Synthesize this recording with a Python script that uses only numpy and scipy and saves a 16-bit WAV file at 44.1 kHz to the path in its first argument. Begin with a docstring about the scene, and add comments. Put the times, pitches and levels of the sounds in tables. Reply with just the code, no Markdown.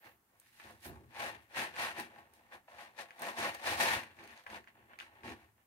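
"""Kitten digging in pellet litter

A kitten steps and digs in pellet litter in a plastic tray, close to a pair of spaced microphones in a small room.
Paw strokes are swelling showers of random contacts: pellets rattle, tray modes drum, walls knock, the floor booms.
Single ticks are short decaying sine bursts, soft steps are blunt pushes into the tray modes, swishes are puffs of
filtered noise. Short noise echoes and a faint room noise surround it all."""
import sys
import numpy as np
from scipy import signal
from scipy.io import wavfile

SR = 44100
rng = np.random.default_rng(int(sys.argv[2]) if len(sys.argv) > 2 else 0)


def master_out(mix):
    """Clip the mix to full scale and print it as 16-bit PCM to the path in sys.argv[1]."""
    frames = np.transpose(np.atleast_2d(mix))
    ceiling = np.clip(frames, -1, 1)
    pcm = np.round(ceiling * 32767).astype(np.int16)
    wavfile.write(sys.argv[1], SR, pcm)


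N = 249870   # length in samples

# Paw strokes and shifts of weight. Each row: start of full pressure in seconds, hold in seconds,
# swell in seconds per 20 dB, fade in seconds per 20 dB (scaled for each layer below), drumming level in dB,
# then hollow modes, rattle, dust, wall knock and floor boom in dB above the drumming, left over right in dB.
STROKES = [(0.044, 0.021, 0.035, 0.11, -61, -1.1, -10, -16, -7.5, -13.3, -1.5),
           (0.337, 0.025, 0.075, 0.093, -96, 19, -22, 4.8, 12, 12, -2.9),
           (0.473, 0.017, 0.22, 0.99, -71.5, -24.4, -6, -5.5, -22, -11, -2),
           (0.562, 0.02, 0.018, 0.061, -71, -9, -2, -2, -20, -25, 2),
           (0.599, 0.049, 0.031, 0.034, -57.3, -14, -10, -17, -18, -36, 1.5),
           (0.65, 0.079, 0.041, 0.065, -63.5, 3.5, -7, -9.5, -3, -4, -0.5),
           (0.851, 0.011, 0.051, 0.04, -54, -10, -3, -2, -9, -18, -3),
           (0.856, 0.042, 0.0085, 0.16, -64.5, 11, -6, -5, 12.5, 9.5, 5),
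           (1.198, 0.07, 0.071, 0.12, -44.5, -2.7, -9.5, -14.5, -11, -18.5, 4),
           (1.419, 0.011, 0.08, 0.074, -67, -23, -13, -10, -32.7, -31.1, 4.0),
           (1.578, 0.046, 0.051, 0.095, -38.5, -4.5, -9.0, -14.5, -12, -26, 2.5),
           (1.789, 0.072, 0.06, 0.12, -40.5, -4.5, -9, -14.5, -15.5, -26.0, 1.5),
           (1.981, 0.017, 0.033, 0.092, -44.5, -4.5, -9, -12, -7, -23.5, 4),
           (2.191, 0.0044, 0.3, 0.12, -64.5, 2.5, -12, -16, -4, -8, 1),
           (2.338, 0.0092, 0.01, 0.1, -81.5, -2, 7, 8, -5, -5, 0),
           (2.352, 0.13, 0.402, 0.28, -73, 2.3, -11, -21, -5, -7.5, -0.6),
           (2.533, 0.018, 0.034, 0.047, -56.5, 1.3, -10.9, -15.9, -10, -20, 1.9),
           (2.685, 0.071, 0.015, 0.22, -65.5, 3.5, -8.5, -16, -13, -12, 1),
           (2.797, 0.027, 0.099, 0.14, -56, 0.6, -8, -14.5, -14.5, -26, 3),
           (2.99, 0.025, 0.032, 0.049, -49, 0.5, -5.5, -14, -14.5, -29, 5.5),
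           (3.115, 0.0046, 0.14, 0.1, -63.5, -2, -14, -13.8, -18, -38, 1),
           (3.229, 0.067, 0.065, 0.073, -48, 2, -7, -11, -6, -26, 3.0),
           (3.385, 0.055, 0.039, 0.083, -43, 0.3, -5, -12, -5, -20.5, 1),
           (3.45, 0.024, 0.072, 0.077, -39, -1, -10, -18, -13.5, -32, 3),
           (3.505, 0.046, 0.089, 0.1, -53.2, -2.9, -9.0, -11, -33.5, -43, 5),
           (3.668, 0.066, 0.067, 0.064, -39.5, -0.8, -5, -11.5, -11.5, -18, 2.5),
           (3.808, 0.013, 0.058, 0.14, -34.5, -1, -3, -8.5, -11, -27, 1.5),
           (3.871, 0.072, 0.12, 0.12, -36.5, -6, -8, -14, -17.5, -25, 2.5),
           (4.195, 0.062, 0.043, 0.04, -64.5, 2.2, -6.5, -22, 2.7, -16, -3),
           (4.322, 0.01, 0.32, 0.038, -57.5, -6, -12, -16.5, -11.8, -16.7, 2.5),
           (4.362, 0.015, 0.027, 0.16, -61, -2.7, -5.5, -17, -17.7, -24, -0.5),
           (4.467, 0.0093, 0.012, 0.062, -61.5, 6.5, -14, -13, -16, -12, 8),
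           (4.503, 0.062, 0.024, 0.071, -53.5, -1.5, -9.5, -16, -5, -15, 1.5),
           (4.68, 0.0057, 0.032, 0.055, -62, -7.5, -17.5, -22, -12, -29.6, 3),
           (4.749, 0.09, 0.088, 0.41, -73.5, 1.5, -25, -19, 1, -1.5, 2),
           (4.911, 0.032, 0.027, 0.04, -64.5, -2.5, -25, -26.5, -21, -37.3, -2),
           (4.992, 0.021, 0.0092, 0.099, -54, -11.5, -9.5, -18, -18, -27, -0.5),
           (5.141, 0.067, 0.27, 0.062, -69, 1.5, -19, -19, -5, -9, 0),
           (5.249, 0.079, 0.031, 0.033, -53.5, -0.5, -8, -17.5, 2.5, -7, 0),
           (5.376, 0.058, 0.19, 0.11, -67, -1.5, -12.5, -15.5, -4, -4, 2),
           (5.57, 0.058, 0.043, 0.021, -80, -0.5, -19, -21, -23, -11, -3)]
# Delay of each stroke layer. In order: drumming, hollow, rattle, dust, knock, boom, in seconds; heavy parts answer late.
LAYER_LAG_S = (0, 0, .001, 0.0042, 0.0089, 0.013)
# Fade of each stroke layer, same order, as a factor on the stroke's fade; the heavy parts die slowest.
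LAYER_FADE = (0.91, 0.92, 0.76, 0.75, 1.34, 2.16)
# Resonances of the tray walls and floor. Each row: frequency in Hz, width in Hz, relative level in dB.
TRAY_MODES = [(480, 53.5, -5), (558.7, 52.6, -1), (680, 51, -2), (743.3, 33, 2), (824, 46, 2),
              (925, 81, -2), (1122, 154, -7.5), (1341, 71, -5), (1498, 235, -6), (1830, 78, 1),
              (2015, 87, 0), (2154, 290, -3), (2400, 290, -6), (2627, 132, -2), (2828, 460, -9.5),
              (3554, 465, -9), (3730, 1040, -14), (4450, 530, -18.5)]
# Whole-wall bending. Each row: frequency in Hz, width in Hz, relative level in dB.
KNOCK_MODES = [(146.7, 5.6, 2.5), (235.3, 23, 3), (293, 36, 1), (330, 72, 2), (432, 68, -5.5)]
# The tray floor. Each row: frequency in Hz, width in Hz, relative level in dB.
BOOM_MODES = [(69.3, 20.7, -0.5), (111, 62.5, 3), (130.5, 39, 3)]
# Colour of pellet on pellet. Each row: frequency in Hz, relative level in dB per Hz.
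RATTLE_SPECTRUM = [(1650, -17), (2800, 0.5), (3260, -8.5), (4170, 5.5), (4930, -8.5), (6120, -6.5),
                   (6630, 10.5), (7550, -16), (8540, -3), (10400, -9), (11200, -5.5), (12500, -10),
                   (15800, -13.5)]
# Single pellets and claws on plastic. Each row: time in seconds, relative level in dB, tap frequency in Hz,
# coarse snap and fine snap in dB against the tap (before a fixed lift of each), left over right in dB.
TICKS = [(0.4001, -80.5, 1520, -1, 29, -2), (0.5526, -62, 2950, -15, -11, 1.5),
         (0.599, -48.5, 1590, -28, -17, -16), (0.6553, -53, 1640, -21, -22, 1.5),
         (0.71, -55, 1320, -17, -5, -10), (1.0594, -83, 1760, -12, 10, 1.5),
         (1.7647, -34, 2000, -23, -28, -1), (1.9997, -34, 1900, -16, -5.5, 0),
         (2.3372, -59, 1370, -16, 2, -3), (3.1076, -40, 1980, -26, -31, 3), (3.195, -58, 1770, -18, 10, -2),
         (3.221, -39, 1460, -16, -1, 5), (3.2525, -38, 2430, -18, -21, 0), (3.548, -48, 1880, -3, 3, 3),
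         (3.81, -37, 1810, -1, -9, 2), (3.9574, -47, 1940, -7, -16, -2), (4.0361, -38, 1990, -22, -14, 0),
         (4.1893, -44, 2080, -29, -29, 4), (4.24, -48.5, 2110, -12.5, -9, 0),
         (4.2765, -54, 2630, -7, -3, 1.5), (4.3073, -51, 2200, -16, -24, -2),
         (4.3766, -50.5, 2200, -11, -24, 2), (4.438, -58, 1710, -17, -10, 1.5),
         (4.468, -38, 1820, -32, -27, -7), (4.4655, -42.5, 1780, -33, -34, 13),
         (4.5014, -41, 1830, -21, -24, 2), (4.5584, -44, 1900, -21, -23, 1.5),
         (4.6427, -52, 1740, -21, -25, 0), (4.6746, -45, 1850, -31, -34, -6),
         (4.897, -55, 1550, -30, -26, 1.5), (4.9347, -46.5, 1410, -35, -30, -2),
         (4.9887, -39, 2170, -20, -16.5, -6), (5.0017, -40.5, 2860, -22, -30, 15.5),
         (5.0091, -39, 1610, -32, -27, -5), (5.235, -42.5, 1910, -30, -26, 4),
         (5.2924, -42, 2350, -19, -18, 6)]
# Pellet snap, a coarse group and a fine group. 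Each row: frequency in Hz, width in Hz.
SNAP_GROUPS = [(4500, 1070), (6500, 1700)], [(9500, 3700), (13000, 5000)]
# Paws landing. Each row: time in seconds, relative level in dB.
STEPS = [(0.648, -55), (0.849, -57), (0.893, -44), (3.391, -46), (3.959, -37), (4.181, -54), (4.508, -59),
         (5.234, -46)]
# Brief hiss in the top treble, perhaps fur brushing a rim. Each row: centre in seconds, half-length in seconds,
# level in dB.
SWISHES = [(.07, 0.072, -73), (.46, .06, -81), (0.655, 0.063, -81), (0.87, .02, -57)]
# Colour of the room noise. Each row: frequency in Hz, relative level in dB per Hz.
HUSH_SPECTRUM = [(18, -35), (30, 13), (88, -11), (174, 5), (318, 0), (612, -5), (755, -1.5), (1210, -2),
                 (1890, -6), (4260, -16.5), (4980, -15), (12800, -9.5), (15800, -10)]

HOLLOW_TOP_HZ, DUST_HZ = 1234, 7550   # the tray's hollow modes lie below, the finest grit above
WIDE_PAN_SHARE = 0.024   # hollow modes and dust fill the tray and hardly follow the paw's side
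LEFT_LAG_S = (-.00038, -.00004)   # lag of the left microphone for the two ends of the tray; negative is earlier
TICK_LAG_S = -.00046   # left lag of the ticks: loose pellets mostly strike the tray's left end
TAP_RISE_S = 0.00028
SWISH_HZ = (11500, 15500)
ROOM_T60_S, ROOM_DB, WALL_CUT_HZ = .16, -6, 4100   # echoes above the cut die faster still
HUSH_DB = -75.5
CUTOFF_HZ = 15780


def digging():
    """Harder strokes move more pellets; slow ones leave separate clicks; the bed gives way in small crunches."""
    drum_db, hollow_db, rattle_db, dust_db, knock_db, boom_db, pan_db = strokes()
    crunch = from_db(1.22 * drift(64))
    tray_hits_per_s = 600 + 2500 * from_db(.5 * (drum_db + 43.0))
    on_tray = crunch * contacts(tray_hits_per_s, uneven_db=3.0)
    pellet_hits_per_s = 150 + 4000 * from_db(.5 * (rattle_db + 54.5))
    on_pellets = crunch * contacts(pellet_hits_per_s, uneven_db=1.0)

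    hollow, hard = split(resonate(on_tray, TRAY_MODES), HOLLOW_TOP_HZ)
    clicks = rms_one(on_pellets) + 0.59 * rms_one(on_tray)   # a hit on the tray clicks too
    coarse, dust = split(colour(clicks, RATTLE_SPECTRUM), DUST_HZ)
    aimed = from_db(drum_db) * hard + from_db(rattle_db) * coarse
    wide = from_db(hollow_db) * hollow + from_db(dust_db) * dust

    # the floor carries a little to each side alone
    push = rms_one(contacts(1500, uneven_db=2.5)) + 0.42 * rng.standard_normal((2, N))
    boom = rms_one(resonate(resonate(push, BOOM_MODES), BOOM_MODES))
    knock = split(resonate(push, KNOCK_MODES), 152)[1]
    weight = from_db(knock_db) * knock + from_db(boom_db) * boom
    return sides(pan_db) * aimed + sides(WIDE_PAN_SHARE * pan_db) * wide + weight


def strokes():
    """Strokes swell, hold and fade, adding in power; gives each layer's level and the drumming's side, all in dB."""
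    s, hold_s, swell_s, fade_s, drum_db, *above_db, pan_db = np.transpose(STROKES)[:, :, None]
    coarse = np.arange(0, N + 64, 64)   # one point every 64 samples
    powers = []
    for extra_db, lag_s, fade in zip([0, *above_db], LAYER_LAG_S, LAYER_FADE):
        late = coarse / SR - s - lag_s
        before = np.maximum(-late / np.maximum(swell_s, .005), 0)
        after = np.maximum((late - hold_s) / np.maximum(fade * fade_s, .005), 0)
        level_db = drum_db + extra_db - 20 * (before + after)
        powers.append(from_db(level_db) ** 2 + 1e-20)
    # the stronger stroke pulls the side its way
    side_db = np.sum(pan_db * powers[0], axis=0) / np.sum(powers[0], axis=0)
    curves = [10 * np.log10(np.sum(p, axis=0)) for p in powers] + [side_db]
    return [np.interp(np.arange(N), coarse, c) for c in curves]


def contacts(per_s, uneven_db):
    """Random pellet contacts all over the tray, each with its own lag at the left microphone; steady power."""
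    at = np.flatnonzero(rng.random(N) < per_s / SR)
    strength = from_db(uneven_db * np.minimum(rng.exponential(1, N), 5))
    sizes = strength * rng.choice([-1, 1], N) / np.sqrt(per_s)   # denser showers have weaker hits
    lag = np.round(rng.uniform(*LEFT_LAG_S, N) * SR).astype(int)
    out = np.zeros((2, N))
    np.add.at(out[0], np.clip(at + lag[at], 0, N - 1), sizes[at])
    out[1, at] = sizes[at]
    return out


def ticks():
    """A tick is a short tap of a few cycles, a snap above it and a faint ring of the tray."""
    out, taps = np.zeros((2, N)), np.zeros((2, N))
    lag = round(TICK_LAG_S * SR)
    # a wider resonance gives a shorter snap
    coarse, fine = (sum(burst(hz, 1 / (np.pi * width_hz)) for hz, width_hz in group) for group in SNAP_GROUPS)
    for s, level_db, tap_hz, coarse_db, fine_db, pan_db in TICKS:
        tap = burst(tap_hz, TAP_RISE_S)
        sound = tap + from_db(coarse_db + 7.5) * coarse + from_db(fine_db + 7.0) * fine
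        for side, at in enumerate([round(s * SR) + lag, round(s * SR)]):
            gain = from_db(level_db + 3.0) * sides(pan_db)[side]
            out[side, at:at + len(tap)] += gain * sound
            taps[side, at:at + len(tap)] += gain * tap
    return out + from_db(-8.0) * resonate(taps, TRAY_MODES)


def steps():
    """A soft pad lands: one blunt push into the floor, wall and tray modes."""
    push = np.zeros(N)
    for s, level_db in STEPS:
        push[round(s * SR)] = from_db(level_db + 43.5)   # lifted, as the filters spread each impulse thin
    push = signal.lfilter(*signal.butter(2, 900, fs=SR), push)
    knock = from_db(-8.5) * resonate(push, KNOCK_MODES)
    drum = from_db(-14.5) * resonate(push, TRAY_MODES)
    return resonate(push, BOOM_MODES) + knock + drum


def swishes():
    """Smooth puffs of the finest hiss, unrelated at the two microphones."""
    t = np.arange(N) / SR
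    puffs = sum(from_db(level_db) * np.exp(-.5 * ((t - s) / half_s) ** 2) for s, half_s, level_db in SWISHES)
    band = signal.butter(2, SWISH_HZ, "band", fs=SR, output="sos")
    return puffs * rms_one(signal.sosfilt(band, rng.standard_normal((2, N))))


def room(x):
    """Dense echoes of nearby walls and furniture, duller with time, different at each microphone above the bass."""
    t = np.arange(int(.4 * SR)) / SR
    echoes = shared_bass_noise(len(t), 900)
    # the echoes carry little bass below about 450 Hz
    echoes = signal.lfilter(*signal.butter(2, 450, "high", fs=SR), echoes)
    low = signal.lfilter(*signal.butter(1, WALL_CUT_HZ, fs=SR), echoes)
    high = (echoes - low) * from_db(-40 * t / ROOM_T60_S)   # extra loss on top of the common decay
    echoes = (low + high) * from_db(-60 * t / ROOM_T60_S) * (t > .001)
    echoes /= np.sqrt(np.sum(echoes ** 2, axis=1, keepdims=True))
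    return from_db(ROOM_DB) * signal.fftconvolve(x, echoes, axes=1)[:, :N]


def hush():
    """Steady room noise, alike at both microphones only in the bass."""
    white = shared_bass_noise(N, 600)
    return from_db(HUSH_DB) * split(colour(white, HUSH_SPECTRUM), 45)[1]


def shared_bass_noise(length, bass_hz):
    """Two white noises that share their bass, as the long waves of a room do at two microphones."""
    common, *own = rng.standard_normal((3, length))
    bass = signal.butter(1, bass_hz, fs=SR)
    return own - signal.lfilter(*bass, own) + signal.lfilter(*bass, common)


def resonate(x, modes):
    """Parallel resonances with alternating signs."""
    out = 0
    for k, (hz, width_hz, level_db) in enumerate(modes):
        r = np.exp(-np.pi * width_hz / SR)
        top = (1 - r * r) / 2 * from_db(level_db) * (-1) ** k
        poles = [1, -2 * r * np.cos(2 * np.pi * hz / SR), r * r]
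        out = out + signal.lfilter([top, 0, -top], poles, x + 1e-18)
    return out


def colour(x, spectrum):
    """Third-octave bank whose gains follow a spectrum."""
    hz, level_db = np.transpose(spectrum)
    edges = hz[0] * 2 ** np.arange(0, np.log2(hz[-1] / hz[0]) + 1 / 3, 1 / 3)
    out = 0
    for k, (low, high) in enumerate(zip(edges, edges[1:])):
        band = signal.sosfilt(signal.butter(2, [low, high], "band", fs=SR, output="sos"), x + 1e-18)
        gain = from_db(np.interp(np.log(low * high) / 2, np.log(hz), level_db))
        out = out + (-1) ** k * gain * band
    return out


def split(x, hz):
    """Below and above a frequency, each with unit rms."""
    filters = [signal.butter(4, hz, kind, fs=SR, output="sos") for kind in ("low", "high")]
    return [rms_one(signal.sosfilt(sos, x)) for sos in filters]


def burst(hz, rise_s):
    """A few cycles under an envelope that swells to 1 and dies."""
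    t = np.arange(int(.012 * SR)) / SR
    return t / rise_s * np.exp(1 - t / rise_s) * np.sin(2 * np.pi * hz * t)


def drift(rate_hz):
    """Slow random wander of unit rms."""
    r = np.exp(-2 * np.pi * rate_hz / SR)
    noise = rng.standard_normal(N + 4000)   # the first 4000 samples let the filter settle
    return rms_one(signal.lfilter([1], [1, -2 * r, r * r], noise)[4000:])


def sides(pan_db):
    """Left and right gains for a level difference."""
    return from_db(np.array([pan_db, -pan_db]) / 2)


def from_db(db):
    """Decibels to gain."""
    return 10 ** (np.asarray(db) / 20)


def rms_one(x):
    """Scale to unit rms."""
    return x / np.sqrt(np.mean(x ** 2) + 1e-20)


def scene():
    """The tray, its echoes and the room noise."""
    tray = digging() + ticks() + steps() + swishes()
    return tray + room(tray) + hush()


def record(dry):
    """The top is cut steeply."""
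    return signal.sosfilt(signal.ellip(12, .5, 75, CUTOFF_HZ, fs=SR, output="sos"), dry)


dry = scene()
out = record(dry)
master_out(out)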